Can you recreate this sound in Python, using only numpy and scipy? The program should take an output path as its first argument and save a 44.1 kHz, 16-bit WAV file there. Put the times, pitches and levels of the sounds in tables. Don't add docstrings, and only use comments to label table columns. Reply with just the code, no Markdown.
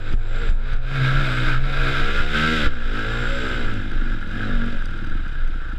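import sys
import numpy as np
from scipy import signal
from scipy.io import wavfile
from scipy.ndimage import uniform_filter1d

SR = 44100
rng = np.random.default_rng(int(sys.argv[2]) if len(sys.argv) > 2 else 0)


def persist_wave(psi):
    counts = np.round(np.clip(psi, -1, 1) * 32767).astype(np.int16)
    wavfile.write(sys.argv[1], SR, np.atleast_2d(counts).T)


N = 254898
T = np.arange(N) / SR

# time in seconds, gain in dB.
WATER_MUFFLING = [(0, -6.5), (.8, -8.5), (1.05, -4.5), (2.0, -1.5), (2.4, 0)]
# pitch in Hz, width in Hz, gain in dB.
PIPE_POP_MODES = [(104, 30.5, 10), (178, 34, -0.5), (223.8, 105, 2.5), (329.7, 50, 1), (560, 50, -19.5)]
# pitch in Hz, width in Hz, gain in dB.
HOUSING_LOW_MODES = [(930, 660, -15), (1168, 54, -7.5), (1359.5, 182, 3), (1612, 222, 4)]
MUD_TO_DIRT_S = (3.4, 3.8)


def exhaust(rate, turns, middle_gain_db, high_gain_db):
    # pitch in Hz, width in Hz, gain in dB.
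    pipe_modes = [(125.6, 45.7, 12), (235, 38, 8.5), (323, 81, 2.5), (469, 66, 3.5), (545.6, 32, 1),
                  (723.6, 34, -2.5), (945, 14, -17), (1030, 230, -13.5)]
    # time in seconds, level in dB.
    boom_levels = [(0, -36), (.48, -36), (.57, -45), (.72, -37), (.83, -38), (1.0, -20.5), (1.12, -20.7),
                   (1.24, -25.5), (1.57, -26), (1.67, -31.5), (1.8, -28.5), (2.0, -30), (2.23, -43),
                   (2.42, -28), (2.62, -33.5), (2.8, -45.5), (3.15, -30), (3.45, -41), (3.7, -33),
                   (4.05, -49), (4.47, -32), (4.8, -39), (5.78, -35)]
    middle_rule = (-50.5, 6, 1.0, 1.6)
    high_rule = (-45.5, 17, 0.918, 0.53)
    grid_hz = np.arange(1, 2000)
    response = sum((-1) ** k * from_db(db) / (1 + 1j * (grid_hz ** 2 - hz ** 2) / (grid_hz * width))
                   for k, (hz, width, db) in enumerate(pipe_modes))
    pipe_phase = np.unwrap(np.angle(response))
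    lowest, *others = [from_db(db) ** 2 / (1 + (2 * (grid_hz - hz) / width) ** 2)
                       for hz, width, db in pipe_modes]
    pipe_gain = np.sqrt(from_db(-8.5) ** 2 * lowest + sum(others)) ** 1.3
    speed = rate / rate.max()
    smear = speed ** 2
    waves = []
    for k in range(1, 19):
        phase = 2 * np.pi * k * turns + np.interp(k * rate, grid_hz, pipe_phase)
        wave = np.cos(phase + smear * rng.standard_normal())
        waves.append(wave * np.interp(k * rate, grid_hz, pipe_gain) if k > 2 else wave)
    hum_db = -32.5 + 21 * np.log10(speed) + in_time(WATER_MUFFLING)
    hum = from_db(hum_db) * waves[0]
    boom = from_db(in_time(boom_levels) + 1.89 * drift(22)) * waves[1]
    middle = sum(wave * from_db(2.5 * drift(4.1)) for wave in waves[2:5])
    middle *= from_db(engine_db(middle_rule, rate, middle_gain_db))
    high = sum(wave * from_db(3.5 * drift(7.9)) for wave in waves[5:])
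    high = from_db(engine_db(high_rule, rate, high_gain_db)) * evened(high, span_s=0.075)
    unevenness = from_db(1.53 * drift(38))
    return np.sqrt(2) * (hum + boom) + (np.sqrt(2) * middle + high) * unevenness


def rasp(rate, turns, effort_db):
    # pitch in Hz, width in Hz, gain in dB.
    housing_high_modes = [(1870, 85, -8.5), (2072, 218, 5.5), (2439, 185, 1), (2756, 430, -2.5),
                          (3240, 484, -1.5), (3764, 400, -0.5), (4670, 640, -12.5), (5230, 430, -12.5),
                          (5750, 1900, -22.5), (7500, 900, -21.5), (9700, 3160, -32), (13250, 2700, -42)]
    # time in seconds, gain in dB.
    surges = [(1.07, 6), (1.16, 0), (1.25, -1.5), (1.551, 11), (1.96, 5.5), (2.185, 4), (2.37, 5),
              (2.98, 3.5), (4.12, 3), (4.41, 2)]
    clatter_rule = (-37, 14, 0.8653, 1.45)
    sizzle_rule = (-43.5, 23.5, 1.0, 1.5)
    surge_db = sum(db * swell(s, half_s=0.038) for s, db in surges)
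    clatter_db = engine_db(clatter_rule, rate, effort_db) + surge_db + 1.6 * drift(14.45)
    sizzle_db = engine_db(sizzle_rule, rate, effort_db) + 0.51 * surge_db
    throb = from_db(1.5 * np.cos(2 * np.pi * turns))
    knocks = engine_knocks(turns)
    gas = rng.standard_normal(N)
    gear_phase = 2 * np.pi * 35.5 * turns
    whine = from_db(-27 + 3.9 * drift(10)) * np.sin(gear_phase + 1.3 * drift(35))
    clatter = evened(resonate(throb * (knocks + .5 * gas + whine), HOUSING_LOW_MODES), span_s=0.12)
    sizzle = evened(resonate(throb * (knocks + 1.9 * gas + whine), housing_high_modes), span_s=0.083)
    return from_db(clatter_db) * clatter + from_db(sizzle_db) * sizzle


def engine_knocks(turns, per_turn=14, slop_turns=.0035, scatter_db=2.5):
    out, count = np.zeros(N), int(turns[-1]) - 1
    for angle in (np.arange(per_turn) + rng.random(per_turn)) / per_turn:
        at = crank_passes(turns, angle + slop_turns * rng.standard_normal(count))
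        out += clicks_at(at, rng.choice([-1, 1]) * from_db(scatter_db * rng.standard_normal(count)))
    return rms_one(out)


def throttle(snap_s=0.058, pick_up_s=0.097):
    # start, time taken to open, start of closing and time taken to
    # close, all in seconds, then gains in dB for the rasp, middle harmonics and high harmonics.
    twists = [(-.03, 0.18, 0.14, .016, 10.5, -1, 7), (.19, 0.27, 0.497, 0.037, 13, 3.5, 11),
              (.58, 0.23, 0.734, 0.067, 12.5, -9, 5), (0.809, 0.17, 1.49, 0.1, 13, 10, 7),
              (1.6, 0.29, 2.148, 0.3, 10.5, 7, 10), (2.21, 0.23, 2.665, .03, 12.5, 11, 10.3),
              (2.8, 0.27, 3.552, 0.33, 7, 3.5, 11.5), (4.25, .15, 4.73, 0.087, 2.5, 6, 6)]
    gains_db, dip_db = np.zeros((3, N)), np.zeros(N)
    for opens, opening_s, shuts, closing_s, *full_db in twists:
        opened = np.sin(np.pi / 2 * np.clip((T - opens) / opening_s, 0, 1))
        closed = np.clip((T - shuts) / closing_s, 0, 1)
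        gains_db = np.maximum(gains_db, np.outer(full_db, opened * (1 - closed)))
        dip_db += 7 * closed * np.exp(-closing_s / snap_s - np.maximum(T - shuts, 0) / pick_up_s)
    return gains_db - dip_db


def engine_db(rule, rate, throttle_db):
    base_db, speed_db, throttle_weight, water_weight = rule
    level_db = base_db + speed_db * np.log10(rate / 55) + throttle_weight * throttle_db
    return level_db + water_weight * in_time(WATER_MUFFLING)


def intake_gulps(fade_s=0.04):
    # start in seconds, starting level in dB, pitch in Hz.
    gulps = [(0.109, -15.5, 95), (.137, -6.5, 70), (0.427, -16, 89.5), (0.49, -9, 65), (0.516, -13, 55.4),
             (0.729, -11, 60), (.752, -17, 50), (1.6, -15, 45), (2.203, -7, 50), (2.64, -16, 75.95),
             (2.669, -6, 54.52)]
    out = np.zeros(N)
    for s, db, hz in gulps:
        age = np.maximum(T - s, 0)
        out += from_db(db - 60 * np.minimum(age / fade_s, 3)) * np.sin(2 * np.pi * hz * age)
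    return out


def burble(turns, scatter_db=0.5, puff_s=0.0085):
    # time in seconds, relative level in dB.
    uneven_levels = [(0, -45), (.44, -51), (.58, -56), (.85, -54), (1.05, -38.5), (2.0, -41), (2.75, -72),
                     (3.4, -36.5), (3.7, -31.5), (4.37, -35), (4.6, -44), (5.05, -36.5), (5.35, -47.5),
                     (5.78, -54)]
    count = int(turns[-1]) - 1
    at = crank_passes(turns, rng.uniform(0, 0.299, count))
    kicks = clicks_at(at, from_db(-scatter_db * rng.standard_normal(count)) * rng.choice([-1, 1], count))
    puffs = signal.lfilter([1], [1, -np.exp(-1 / (puff_s * SR))], kicks) * rng.standard_normal(N)
    ringing = resonate(rms_one(kicks) + 0.47 * rms_one(puffs), PIPE_POP_MODES)
    return from_db(in_time(uneven_levels) - 1.8) * evened(ringing, span_s=0.28)


def exhaust_pops():
    # time in seconds, relative peak level in dB.
    pops = [(.122, -32), (.143, -27.5), (.43, -31), (2.0, -22.5), (2.66, -27), (3.66, -30), (3.78, -24),
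            (4.874, -39), (4.952, -29), (5.026, -23), (5.074, -27), (5.112, -26), (5.155, -25),
            (5.198, -27), (5.264, -28.5), (5.305, -35), (5.373, -34), (5.435, -33), (5.5, -29), (5.56, -30),
            (5.663, -31), (5.735, -26)]
    return blows(pops, PIPE_POP_MODES, gain_db=-1.5, lead_s=0.00426)


def splashing(effort_db, drops_per_s=4000):
    # time in seconds, relative level in dB.
    splash_levels = [(0, -48.5), (.8, -51), (1.02, -42.5), (2.0, -37), (2.25, -62), (2.75, -58), (3.6, -75),
                     (5.78, -76)]
    # pitch in Hz, width in Hz, gain in dB.
    spray_modes = [(635, 53, 2.5), (975, 170, -15), (1460, 400, 3.5), (2210, 170, -0.5), (2486, 190, 0),
                   (3720, 580, -5.5), (4750, 490, -16.5), (6960, 4600, -33), (12700, 1100, -39)]
    surge = from_db(4.5 * drift(22))
    sizes = from_db(3 * np.minimum(rng.exponential(1, N), 4)) * rng.choice([-1, 1], N)
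    drops = sizes * (rng.random(N) < drops_per_s * surge / SR)
    spray = rms_one(resonate(drops, spray_modes))
    bubble_hz = np.geomspace(380, 2600, num=16)
    choice = rng.integers(0, len(bubble_hz), N)
    bubbles = rms_one(sum(band(drops * (choice == k), hz * 15 / 16, hz * 16 / 15) / np.sqrt(hz)
                          for k, hz in enumerate(bubble_hz)))
    level_db = in_time(splash_levels) + 0.76 * effort_db
    return from_db(level_db) * (from_db(-0.5) * spray + from_db(-11.5) * bubbles)


def chain_slaps():
    # time in seconds, relative peak level in dB.
    slaps = [(4.019, -32), (4.0386, -33), (4.228, -21.5), (4.4074, -18), (4.4715, -28), (4.823, -21),
             (5.255, -26), (5.3644, -33), (5.3972, -32)]
    return blows(slaps, HOUSING_LOW_MODES, gain_db=-2.0, lead_s=0.001052)


def grit(grains_per_s=8):
    # time in seconds, relative peak level in dB.
    stones = [(0.1271, -44), (0.4994, -45), (0.7344, -46), (3.2999, -41), (3.489, -42), (3.7391, -42),
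              (3.9165, -45), (4.314, -49), (4.8224, -49), (4.8572, -39.5), (5.048, -48.5), (5.099, -50),
              (5.4774, -49)]
    # pitch in Hz, width in Hz, gain in dB.
    tick_modes = [(4760, 260, 11), (6060, 470, 2), (8400, 2000, -7.5), (11900, 4100, -23)]
    hits = rng.random(N) < grains_per_s * on_track() / SR
    grains = hits * from_db(-50 + 3 * rng.uniform(-1, 1, N))
    return blows(stones, tick_modes, gain_db=3.0) + struck(grains, tick_modes)


def brake_disc():
    # loudest moment and half length in seconds, pitch in Hz, relative level in dB.
    touches = [(.08, 0.13, 7470, -69), (0.4, .14, 7500, -61), (1.35, .1, 7750, -58.5),
               (3.348, 0.29, 7500, -57)]
    return sum(singing(hz, db + 1.5, width_hz=160) * swell(s, half_s) for s, half_s, hz, db in touches)


def drive_squeal():
    # time in seconds, pitch in Hz, relative level in dB.
    squeal_path = [(4.41, 3983, -90), (4.445, 3940, -49), (4.47, 3814, -58), (4.53, 3710, -53),
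                   (4.58, 3720, -58), (4.63, 3700, -85)]
    s, hz, db = np.transpose(squeal_path)
    return singing(np.interp(T, s, hz), np.interp(T, s, db) + 7, width_hz=74)


def tyres():
    rustle = rms_one(band(rng.standard_normal(N), 360, 1030))
    whistle = rms_one(band(rng.standard_normal(N), 10050, 10500))
    return from_db(-54.5) * rustle + from_db(-80) * whistle * on_track()


def microphone_rumble(rise_s=0.06, decay_s=0.097):
    # loudest moment in seconds, relative level in dB.
    thumps = [(.14, -9.5), (.34, -13.5), (.51, -9), (.75, -11.5), (1.171, -12), (1.48, -12), (1.6, -10.5),
              (1.8, -12.5), (2.03, -10.5), (2.21, -10.5), (2.68, -10), (2.86, -13.5), (3.3, -15),
              (3.66, -12), (3.98, -11), (4.1, -15.5), (4.56, -11), (4.77, -13), (5.13, -12.5),
              (5.44, -10.5)]
    bursts = [from_db(db) * np.exp(-np.maximum((s - T) / rise_s, (T - s) / decay_s).clip(0, 20))
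              for s, db in thumps]
    strength = np.sqrt(from_db(-21.5) ** 2 + sum(burst ** 2 for burst in bursts))
    tone_hz = 20.66 * (1 + 0.216 * drift(12.12))
    tone = np.sqrt(2) * np.sin(2 * np.pi * np.cumsum(tone_hz) / SR)
    low_noise = evened(band(rng.standard_normal(N), 21.6, 76), span_s=0.026)
    return strength * (from_db(-3) * tone + from_db(-25.5) * low_noise)


def singing(hz, db, width_hz):
    phase = 2 * np.pi * np.cumsum(hz * np.ones(N)) / SR
    return from_db(db) * (drift(width_hz) * np.cos(phase) + drift(width_hz) * np.sin(phase))


def blows(events, modes, gain_db, lead_s=0):
    s, db = np.transpose(events)
    return struck(clicks_at((s - lead_s) * SR, from_db(db + gain_db)), modes)


def struck(clicks, modes):
    return resonate(clicks, modes) / np.abs(resonate(signal.unit_impulse(4096), modes)).max()


def resonate(x, modes):
    return sum((-1) ** k * from_db(db) * band(x, hz - width / 2, hz + width / 2)
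               for k, (hz, width, db) in enumerate(modes))


def band(x, low_hz, high_hz):
    edges = np.clip([low_hz, high_hz], 8, .45 * SR)
    return signal.sosfilt(signal.butter(2, edges, "band", fs=SR, output="sos"), x + 1e-18)


def clicks_at(at, sizes):
    return np.bincount(np.clip(np.round(at), 0, N - 1).astype(int), sizes, N)


def crank_passes(turns, angle):
    return np.interp(np.arange(int(turns[-1]) - 1) + angle, turns, np.arange(N))


def drift(hz):
    step = 40
    pole = np.exp(-2 * np.pi * hz * step / SR)
    slow = signal.lfilter([1], [1, -2 * pole, pole ** 2], rng.standard_normal(N // step + 2002))[2000:]
    return np.interp(np.arange(N) / step, np.arange(len(slow)), rms_one(slow))


def evened(x, span_s):
    size = int(span_s * SR)
    power = uniform_filter1d(uniform_filter1d(x ** 2, size), size).clip(0)
    return x / np.sqrt(power + 1e-3 * np.mean(x ** 2))


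def swell(peak_s, half_s):
    return np.exp(-np.minimum(((T - peak_s) / half_s) ** 2, 20))


def on_track():
    return np.interp(T, MUD_TO_DIRT_S, [0, 1])


def in_time(rows):
    return np.interp(T, *np.transpose(rows))


def rms_one(x):
    return x / np.sqrt(np.mean(x ** 2) + 1e-20)


def from_db(db):
    return 10 ** (np.asarray(db) / 20)


def scene():
    # time in seconds, firings per second.
    engine_speeds = [(0, 50), (.13, 51.7), (.29, 51.8), (.42, 59.6), (.5, 51.6), (.67, 60), (.85, 61),
                     (.93, 69), (1.0, 65.3), (1.1, 65.4), (1.21, 69), (1.3, 62), (1.45, 61.2), (1.71, 67.8),
                     (2.0, 65.2), (2.17, 70), (2.25, 70.6), (2.46, 78.3), (2.54, 79.6), (2.61, 73.5),
                     (2.72, 63.2), (2.88, 51.6), (3.0, 53), (3.16, 58.3), (3.27, 60.4), (3.48, 63.5),
                     (3.57, 61.2), (3.79, 49.4), (3.92, 51.4), (4.06, 47.8), (4.26, 39.2), (4.43, 54.2),
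                     (4.52, 48.4), (4.59, 46.3), (4.71, 47.3), (4.89, 39.5), (5.08, 37.6), (5.33, 33),
                     (5.78, 25.4)]
    rate = in_time(engine_speeds)
    turns = np.cumsum(rate * (1 + .0018 * drift(25))) / SR
    effort_db, middle_gain_db, high_gain_db = throttle()
    engine = exhaust(rate, turns, middle_gain_db, high_gain_db) + intake_gulps()
    engine += burble(turns) + exhaust_pops() + rasp(rate, turns, effort_db)
    chassis = chain_slaps() + grit() + brake_disc() + drive_squeal()
    return (engine + chassis + splashing(effort_db) + tyres() + microphone_rumble())[None]


def record(dry):
    return signal.sosfilt(signal.ellip(10, .1, 80, 15200, fs=SR, output="sos"), dry)


dry = scene()
out = record(dry)
persist_wave(out)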